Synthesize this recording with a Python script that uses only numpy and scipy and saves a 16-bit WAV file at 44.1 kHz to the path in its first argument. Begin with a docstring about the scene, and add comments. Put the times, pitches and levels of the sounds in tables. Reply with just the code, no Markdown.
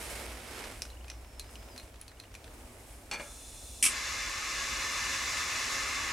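"""Clothes rustle and small metal parts tick, close by and outdoors, as a butane jet lighter is fetched.
The lid clacks open, gas hisses, the igniter snaps and jet flames roar steadily against a can.
Traffic and an engine rumble far off; a small bird chips and a thin whistle wavers faintly.
Rustle, hiss, roar and traffic are coloured noise; ticks, lid and igniter add noise bursts to decaying modes;
engine, bird and whistle are sines of moving pitch or level."""
import sys
import numpy as np
from scipy import signal
from scipy.fft import rfft, irfft
from scipy.io import wavfile
from scipy.ndimage import uniform_filter1d

SR = 44100
rng = np.random.default_rng(int(sys.argv[2]) if len(sys.argv) > 2 else 0)


def store_wav(level_fs):
    """Save 16-bit WAV to argv[1]."""
    pcm = np.round(np.clip(np.atleast_2d(level_fs), -1, 1) * 32767)
    wavfile.write(sys.argv[1], SR, pcm.T.astype(np.int16))


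N = 269936
T = np.arange(N) / SR
HZ = np.maximum(np.arange(N // 2 + 1) * SR / N, 1)
TOP_HZ = 15800

# channel difference: freq_hz, gain_db
CHANNEL_DIFFERENCE = [(60, -39), (110, -15.5), (200, -13), (700, -4.5), (1300, -1.5), (2400, 3.5),
                      (4400, 1.5), (9000, -1.5), (11000, -16), (12000, -64)]

# low rumble spectrum: freq_hz, density_db_per_hz
RUMBLE_SPECTRUM = [(15, -28), (28, -6.5), (42, -0.5), (62, 2), (75, -8.5), (110, -10.5), (150, -22.5),
                   (250, -28)]
# far traffic spectrum: freq_hz, density_db_per_hz
AIR_SPECTRUM = [(100, 9), (160, -10.5), (240, 6), (400, 0.5), (650, 1.5), (1000, -4.5), (1600, -11),
                (2600, -13), (4000, -18), (8000, -15.5), (15000, -22.5)]
# far traffic, with a sleeve swell near 2.6 s: time_s, level_db
WASH_LEVEL = [(0, -49.5), (1.3, -56), (1.7, -53), (2.05, -61), (2.6, -52.5), (3.1, -57), (6.1, -50.5)]

# far engine: holds its firing note, then slows
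ENGINE_HZ, SLOWED_HZ, SLOWS_FROM_S, SLOWS_TO_S = 60, 50.6, 1.4, 1.59
# engine surges: middle_s, length_s, level_db
ENGINE_SURGES = [(.21, 0.35, -47), (1.05, 0.5, -47), (1.65, .14, -51)]

# whistle pitch: time_s, pitch_hz
WHISTLE_PITCH = [(1.05, 4950), (1.29, 5360), (1.38, 5300), (1.44, 4870), (1.49, 5100), (1.58, 5150),
                 (1.63, 4980), (1.68, 5220), (1.75, 4820), (1.8, 4900)]
# whistle swells: middle_s, length_s, level_db
WHISTLE_LEVEL = [(1.14, .14, -67), (1.35, .15, -65), (1.57, 0.15, -61), (1.72, .09, -63)]
# runs of bird chips: start_s, end_s, spacing_s, last_chip_level_db
CHIP_RUNS = [(0.73, 1.03, .0396, -52.5), (2.169, 2.28, .081, -55), (3.409, 3.56, .11, -56)]

# sleeve spectrum: freq_hz, density_db_per_hz
CLOTH_SPECTRUM = [(88, -40), (150, -9), (239, -6.5), (427, 1), (579, -1), (1120, -5.5), (1420, -4.5),
                  (1870, -5), (2240, -4.5), (3130, -9), (5160, -12.5), (7000, -16.5), (9100, -38),
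                  (15400, -120)]
# skin spectrum: freq_hz, density_db_per_hz
SKIN_SPECTRUM = [(2000, -5), (4000, -10), (6500, -5.5), (8000, -0.5), (9700, 0.5), (10600, -3.5),
                 (12300, -5), (13500, -12), (15800, -23)]
# resonances of what the hand rubs: freq_hz, width_hz, gain_db
RUB_RESONANCES = [(2220, 110, 4), (5220, 150, 5)]
# sleeve sweeps: middle_s, length_s, level_db
SLEEVE_SWEEPS = [(.05, 0.69, -45), (.6, 0.24, -45)]
# skin over cloth and metal: middle_s, length_s, level_db
SKIN_RUBS = [(.05, 0.41, -47), (.6, 0.37, -51.5), (1.53, 0.045, -58), (1.84, .08, -63), (2.62, 0.23, -63.5),
             (2.92, 0.29, -59.5)]
# faint rubbing between strokes
SKIN_REST_DB, SLEEVE_REST_DB = -68.5, -63.5

# lighter parts ticking in the hand: start_s, level_db, pitch_hz, treble_db
TICK_EVENTS = [(.640, -24, 1625, -13), (0.8201, -19, 5340, 0), (0.8523, -28, 1400, -16),
               (0.9013, -36.5, 4000, -6), (1.0815, -31.5, 2350, -11), (1.1004, -23, 5600, -6),
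               (1.3958, -29.5, 4100, 9), (1.5557, -32, 2960, -14), (1.762, -33, 1790, -6),
               (1.7782, -29.5, 4050, 1.5), (1.7982, -31.5, 4100, -13), (1.958, -40, 3400, -12),
               (2.0132, -36.5, 9820, 5), (2.080, -33.5, 4200, -3), (2.1998, -32, 4060, -1),
               (2.341, -32, 1800, -6), (2.3512, -29, 2400, -6), (2.443, -35, 3550, -11)]
# small-part modes: freq_hz, level_db, t60_s
PART_MODES = [(2494, 0, 0.091), (2575, 0, 0.045), (3400, -10, .03), (4120, -1, 0.094), (5100, -10, 0.024),
              (5330, -10, 0.033), (5500, -16.5, .04), (5950, -1.5, 0.099), (7280, -1.5, 0.048),
              (8900, -25, .04), (9970, 1, 0.063), (11640, 1, 0.019)]

# two lid clacks, each with close echoes: start_s, level_db, treble_db, clatter_t60_s
LID_EVENTS = [(3.1128, -36, 7.5, 0.029), (3.1215, -38.5, -2, 0.17), (3.1352, -36, 0.5, 0.066),
              (3.1435, -42.5, 1, 0.089), (3.1975, -35.5, -18, 0.083), (3.2075, -45, -13, 0.18)]
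# lid clatter spectrum: freq_hz, density_db_per_hz
LID_SPECTRUM = [(71, -51), (120, -18), (229, -5), (269, -7), (569, -3), (739, -8), (818, 1), (1440, -13),
                (2200, -8), (3040, -17.5), (8520, -13), (15000, -38)]
# lid and case modes: freq_hz, level_db, t60_s
LID_MODES = [(580, 0, 0.32), (850, -13, .25), (900, -13.5, 1), (1298, -8, 0.7), (1655, -4, 0.45),
             (2150, -4.5, 0.39), (2270, -7, 0.3), (2406, 3.5, 0.22), (2800, -2.5, 0.18), (3400, -6, 0.26),
             (4420, -3, 0.21), (4980, -12, 0.2), (5600, -9, .14), (6140, -7, 0.21)]

# igniter snap and its echoes: start_s, level_db, treble_db, clatter_t60_s
SNAP_EVENTS = [(3.8264, -15, -2.5, 0.023), (3.831, -23.5, 3.5, 0.11), (3.8392, -18, -2.5, 0.087),
               (3.8417, -26, -5, 0.071), (3.8525, -21, 1, 0.074), (3.856, -30, -4, 0.12),
               (3.8615, -19.5, -5.5, 0.16)]
# snap spectrum: freq_hz, density_db_per_hz
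SNAP_SPECTRUM = [(100, -25), (250, -7), (600, -33), (1400, -27), (2000, -8), (2500, -1), (3200, -6),
                 (4200, -13), (5400, -3), (6600, -5.5), (8400, 3), (10200, 2), (12500, -14), (14300, -22),
                 (15000, -40)]
# igniter modes: freq_hz, level_db, t60_s
IGNITER_MODES = [(2300, 2, 0.14), (2630, 6, 0.051), (5770, -5, 0.12), (7880, 4, .18), (8520, -1, .22),
                 (8700, 3, 0.22), (9131, -1, .18), (10050, -3, 0.17)]

# unlit gas spectrum: freq_hz, density_db_per_hz
GAS_SPECTRUM = [(1500, -32), (2600, -1), (3100, -9.5), (4700, -4), (5400, 2.5), (7600, 3), (8700, 4.5),
                (10300, 2), (11000, -2), (11400, -6), (13500, -9), (15800, -18)]
# nozzle resonances: freq_hz, width_hz, gain_db
NOZZLE_RESONANCES = [(3520, 280, 16), (4100, 270, 10), (6970, 100, 5), (7650, 200, -5), (8420, 200, 3),
                     (9590, 140, 6)]
# valve opens, then flow creeps up as the trigger is pressed home
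VALVE_S, VALVE_OPENING_S, GAS_DB, GAS_RISE_DB_PER_S = 3.15, 0.064, -51.5, 3.5

LIGHT_S, CATCH_S = 3.835, 0.021
# turbulent flame spectrum: freq_hz, density_db_per_hz
FLAME_SPECTRUM = [(170, -21.5), (250, -16.5), (900, -11), (1050, -4.5), (1450, -10.5), (2100, 1),
                  (2750, -6), (3150, -15.5), (5300, -6.5), (7200, -9.5), (9600, -22), (10800, -19.5),
                  (12600, -29.5), (15300, -39.5)]
# peaks and notches from burner, can, nearby surfaces: freq_hz, width_hz, gain_db
FLAME_RESONANCES = [(523, 370, -4.5), (542, 9.5, 14), (738, 25, -20), (950, 27, -7), (1126, 89, 5),
                    (1260, 22, 10.5), (1298, 30, -5), (1436, 27, 6), (1658, 15, 9.5), (1766, 30, 9),
                    (1886, 65, -7.5), (1980, 13, -12.5), (2227, 125, -6), (2427, 25, -25), (2880, 18, 6),
                    (3430, 19, 10.5), (3557, 25, 11), (3830, 36, -18), (3900, 770, 5), (4350, 49, -15),
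                    (4710, 40, -10), (5160, 31, -30), (4800, 50, -2), (5670, 21, -26), (7770, 75, -8)]
# level at ignition, and rise as the jets are brought up to the can
BURN_DB, CLOSER_DB, CLOSER_FROM_S, CLOSER_TO_S = -39.5, 3, 4.36, 5.15
# hiss against roar, and its drop as the lighter is tilted
HISS_DB, TILT_DB, TILT_FROM_S, TILT_TO_S = -0.5, -2.1, 5.76, 6


def undb(db):
    """Decibels to gain."""
    return 10 ** (np.asarray(db) / 20)


def unit(x):
    """Scale to an rms of 1."""
    return x / np.sqrt(np.mean(x ** 2))


def curve(rows, axis=1):
    """One table column, joined by straight lines in time."""
    rows = np.array(rows)
    return np.interp(T, rows[:, 0], rows[:, axis])


def ramp(from_s, to_s):
    """Rise from 0 to 1 between two times."""
    return np.clip((T - from_s) / max(to_s - from_s, 1 / SR), 0, 1)


def swells(rows, rest_db=-np.inf):
    """Gain of bell-shaped swells over a resting level; powers add."""
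    power = sum(undb(db) ** 2 * np.exp(-(2 * (T - s) / length_s) ** 2) for s, length_s, db in rows)
    return np.sqrt(power + undb(rest_db) ** 2)


def shape(points, peaks=()):
    """Gain over frequency: broad spectrum rolled off at both ends, plus narrow peaks and notches."""
    hz, db = np.transpose(points)
    db = np.interp(np.log(HZ), np.log(hz), db)
    for centre_hz, width_hz, peak_db in peaks:
        db = db + peak_db / (1 + (2 * (HZ - centre_hz) / width_hz) ** 2)
    low_end = np.minimum(HZ / hz[0], 1) ** 2
    high_end = np.minimum(hz[-1] / HZ, 1) ** 2
    return undb(db) * low_end * high_end


def noise(gain, side):
    """Coloured stereo noise, rms 1; channels differ least in the bass and the highest treble."""
    mid, diff = rfft(rng.standard_normal((2, N)))
    diff = diff * side * shape(CHANNEL_DIFFERENCE)
    return unit(irfft(gain * np.array([mid + diff, mid - diff]), N))


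def walk(rate_hz):
    """Smooth random wandering, rms near 1."""
    k = int(SR / rate_hz)
    steps = np.repeat(rng.standard_normal(N // k + 1), k)
    smooth = uniform_filter1d(uniform_filter1d(steps, k), k)
    return unit(smooth[:N])


def pan(x, db):
    """Make left louder than right by db."""
    return x * undb(np.array([[db], [-db]]) / 2)


def fade(t, t60_s):
    """Exponential decay, 60 dB in t60_s."""
    return np.exp(-np.log(1000) * t / max(t60_s, np.finfo(float).eps))


def shelf(x, db, corner_hz):
    """Raise or lower everything above a corner frequency."""
    low = signal.sosfilt(signal.butter(1, corner_hz, fs=SR, output="sos"), x)
    return low + undb(db) * (x - low)


def add(out, start_s, x):
    """Mix in a short sound at start_s."""
    i = int(start_s * SR)
    out[:, i:i + x.shape[1]] += x[:, :N - i]


def ring(modes, t, spread_rad, rough=0.64, rough_hz=260):
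    """Struck modes of loosely joined metal: level and phase waver roughly; channel phases differ."""
    out = 0
    for hz, db, t60_s in modes:
        chance = rng.standard_normal((2, len(t) // 16)).repeat(17, axis=1)[:, :len(t)]
        swell, drift = unit(uniform_filter1d(chance, max(int(SR / rough_hz), 1)))
        phase = 2 * np.pi * (hz * t + rng.random()) + rough * drift
        phase = phase + spread_rad * rng.standard_normal((2, 1))
        out = out + undb(db) * fade(t, t60_s) * (1 + rough * swell) * np.sin(phase)
    return out


def treble_ripple(depth_db, t60_s=0.074, from_hz=4500, count=2048):
    """Random fine ripple in the treble, bounded in dB: the spectrum of a decaying noise tail."""
    t = np.arange(count) / SR
    tail = rng.standard_normal(count) * fade(t, t60_s) * (t > .002)
    ripple = np.tanh(unit(rfft(tail, N).real))
    treble_share = HZ ** 4 / (HZ ** 4 + from_hz ** 4)
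    return undb(depth_db * ripple * treble_share)


def outdoors(rumble_db=-52.5, gust_db=0.1, waver_db=0.67):
    """Low gusty rumble, nearly equal in both channels, and a wash of far traffic with a sleeve swell."""
    rumble = noise(shape(RUMBLE_SPECTRUM), side=0.039) * undb(rumble_db + gust_db * walk(9.9))
    wash = noise(shape(AIR_SPECTRUM), side=0.71) * undb(curve(WASH_LEVEL) + waver_db * walk(5.45))
    return rumble + wash


def drone(rough=0.092):
    """Firing note of a distant engine: only its bass arrives, as one surging sine."""
    hz = ENGINE_HZ + (SLOWED_HZ - ENGINE_HZ) * ramp(SLOWS_FROM_S, SLOWS_TO_S)
    tone = np.sqrt(2) * np.sin(2 * np.pi * np.cumsum(hz) / SR)  # rms 1
    return tone * (1 + rough * walk(30.2)) * swells(ENGINE_SURGES)


def whistle(waver_hz=35, flicker_db=2):
    """Faint high whistle: a sine of wavering pitch and level that comes and goes."""
    hz = curve(WHISTLE_PITCH) + waver_hz * walk(350)
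    tone = np.sin(2 * np.pi * np.cumsum(hz) / SR)
    return tone * swells(WHISTLE_LEVEL) * undb(flicker_db * walk(34.3))


def bird(start_hz=2700, end_hz=3050, length_s=0.009, growth_db_per_s=22):
    """Far-off short rising chips, evenly spaced and growing louder through each run."""
    out, u = np.zeros((2, N)), np.linspace(0, 1, int(length_s * SR))
    hz = start_hz + (end_hz - start_hz) * u
    chip = np.sin(np.pi * u) * np.sin(2 * np.pi * np.cumsum(hz) / SR)
    for start_s, end_s, spacing_s, db in CHIP_RUNS:
        times_s = np.arange(start_s, end_s, spacing_s)
        for s in times_s:
            add(out, s, undb(db + growth_db_per_s * (s - times_s[-1])) * chip[None])
    return out


def handling(ripple, grain_db=1.1, catch_db=0.9, end_s=3.7):
    """Cloth and skin slide in tiny catches and slips: noise with fast and slower level wander."""
    grip = undb(grain_db * walk(500) + catch_db * walk(45.8))
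    sleeve = noise(shape(CLOTH_SPECTRUM, RUB_RESONANCES), side=0.33)
    sleeve = pan(sleeve, db=-4.5) * swells(SLEEVE_SWEEPS, SLEEVE_REST_DB)
    skin = noise(shape(SKIN_SPECTRUM, RUB_RESONANCES) * ripple, side=0.4)
    skin = skin * swells(SKIN_RUBS, SKIN_REST_DB)
    return grip * (sleeve + skin) * (T < end_s)


def fidget(per_s=30, level_db=-56.5, spread_db=7.5, t60_s=0.029, start_s=.85, end_s=2.5, count=2048):
    """Fingers shifting grip: many tiny dull contacts at random times, each a decaying noise burst."""
    hits = (rng.random(N) < per_s / SR) * (T > start_s) * (T < end_s)
    sizes = undb(spread_db * np.tanh(rng.standard_normal(N)))
    envelope = signal.fftconvolve(hits * sizes, fade(np.arange(count) / SR, t60_s))[:N]
    colour = shape([(900, 5.5), (1700, 7), (3000, 5), (5000, -2), (10000, -14)])
    return undb(level_db) * envelope * noise(colour, side=0.2)


def ticks(crack_t60_s=0.017, tail_db=-17, tail_t60_s=0.19, ring_db=-15,
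          focus_db=11, focus_per_db=0.13, focus_octaves=0.16, count=8192):
    """Each contact cracks, rings the parts and scatters off the surroundings; its place favours one pitch."""
    out, t = np.zeros((2, N)), np.arange(count) / SR
    hz = np.maximum(np.arange(count + 1) * SR / count / 2, 1)
    colour = shape([(1300, 0.5), (2400, 1.5), (6000, 2), (11000, -0.5), (15000, -22)])
    direct, scattered = noise(colour, side=0.3), noise(colour, side=0.25)
    typical_db = np.median(np.array(TICK_EVENTS)[:, 1])
    for k, (start_s, db, pitch_hz, treble_db) in enumerate(TICK_EVENTS):
        part = slice(k * count, (k + 1) * count)
        crack = direct[:, part] * fade(t, crack_t60_s)
        tail = undb(tail_db) * scattered[:, part] * fade(t, tail_t60_s)
        tick = crack + tail + undb(ring_db) * ring(PART_MODES, t, spread_rad=0.27)
        # firmer contacts, metal on metal, stand out more at their own pitch
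        contrast_db = focus_db + focus_per_db * (db - typical_db)
        bell = np.exp(-(np.log2(hz / pitch_hz) / focus_octaves) ** 2)
        focus = undb(contrast_db * (bell - 1))
        tick = irfft(rfft(tick, 2 * count) * focus)[:, :count]
        add(out, start_s, undb(db) * shelf(tick, treble_db, corner_hz=4970))
    return out


def clack(events, spectrum, modes, ring_db, side, corner_hz, contact_s=0.00035, count=24000):
    """Run of blows and echoes: each a dense short clatter plus ringing metal, with a brief linear onset."""
    out, t = np.zeros((2, N)), np.arange(count) / SR
    clatter, push = noise(shape(spectrum), side), np.minimum(t / contact_s, 1)
    for k, (start_s, db, treble_db, t60_s) in enumerate(events):
        burst = clatter[:, k * count:(k + 1) * count] * fade(t, t60_s)
        blow = burst + undb(ring_db) * ring(modes, t, spread_rad=side)
        add(out, start_s, undb(db) * shelf(push * blow, treble_db, corner_hz))
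    return out


def lid():
    """Lid clacks twice as it opens, each with close echoes; lid and case ring."""
    return clack(LID_EVENTS, LID_SPECTRUM, LID_MODES, ring_db=-10, side=0.34, corner_hz=2500)


def igniter():
    """Igniter snaps once, loudly; echoes and ringing metal follow."""
    return clack(SNAP_EVENTS, SNAP_SPECTRUM, IGNITER_MODES, ring_db=-19.5, side=0.36, corner_hz=5000)


def gas(ripple):
    """Cold butane hisses evenly through resonant nozzles until it lights."""
    flow = ramp(VALVE_S, VALVE_S + VALVE_OPENING_S) * (1 - ramp(LIGHT_S, LIGHT_S + CATCH_S))
    level = undb(GAS_DB + GAS_RISE_DB_PER_S * (T - VALVE_S))
    return noise(shape(GAS_SPECTRUM, NOZZLE_RESONANCES) * ripple, side=0.3) * flow * level


def flame(ripple, flap_db=-19, roar_db=.5, flutter_db=0.5, split_hz=3200):
    """Turbulent burning roars in the burner's resonances, fast jets hiss above; all flutter together."""
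    colour = shape(FLAME_SPECTRUM, FLAME_RESONANCES) * ripple
    flap = undb(flap_db) * noise(shape([(65, 8.5), (105, -1), (150, -18.0), (200, -33)]), side=0.21)
    low_share = 1 / (1 + (HZ / split_hz) ** 8)  # of power
    roar = undb(roar_db) * noise(colour * np.sqrt(low_share), side=0.28)
    hiss = noise(colour * np.sqrt(1 - low_share), side=0.29)
    hiss = hiss * undb(HISS_DB + TILT_DB * ramp(TILT_FROM_S, TILT_TO_S))
    burn = undb(BURN_DB + CLOSER_DB * ramp(CLOSER_FROM_S, CLOSER_TO_S) + flutter_db * walk(30))
    lit = ramp(LIGHT_S, LIGHT_S + CATCH_S)
    return (flap + pan(roar, db=0.6) + pan(hiss, db=0.1)) * lit * burn


def scene():
    """Outdoor background, handling, then the lighter from ticks to flame."""
    ripple = treble_ripple(depth_db=3.9)
    background = outdoors() + drone() + whistle() + bird()
    hand = handling(np.sqrt(ripple)) + fidget()  # square root: half the ripple in dB
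    lighter = ticks() + pan(lid(), db=0.5) + igniter() + gas(ripple) + flame(ripple)
    return background + hand + lighter


def record(dry):
    """Steep low-pass at TOP_HZ."""
    return signal.sosfilt(signal.ellip(10, .1, 80, TOP_HZ, fs=SR, output="sos"), dry)


dry = scene()
out = record(dry)
store_wav(out)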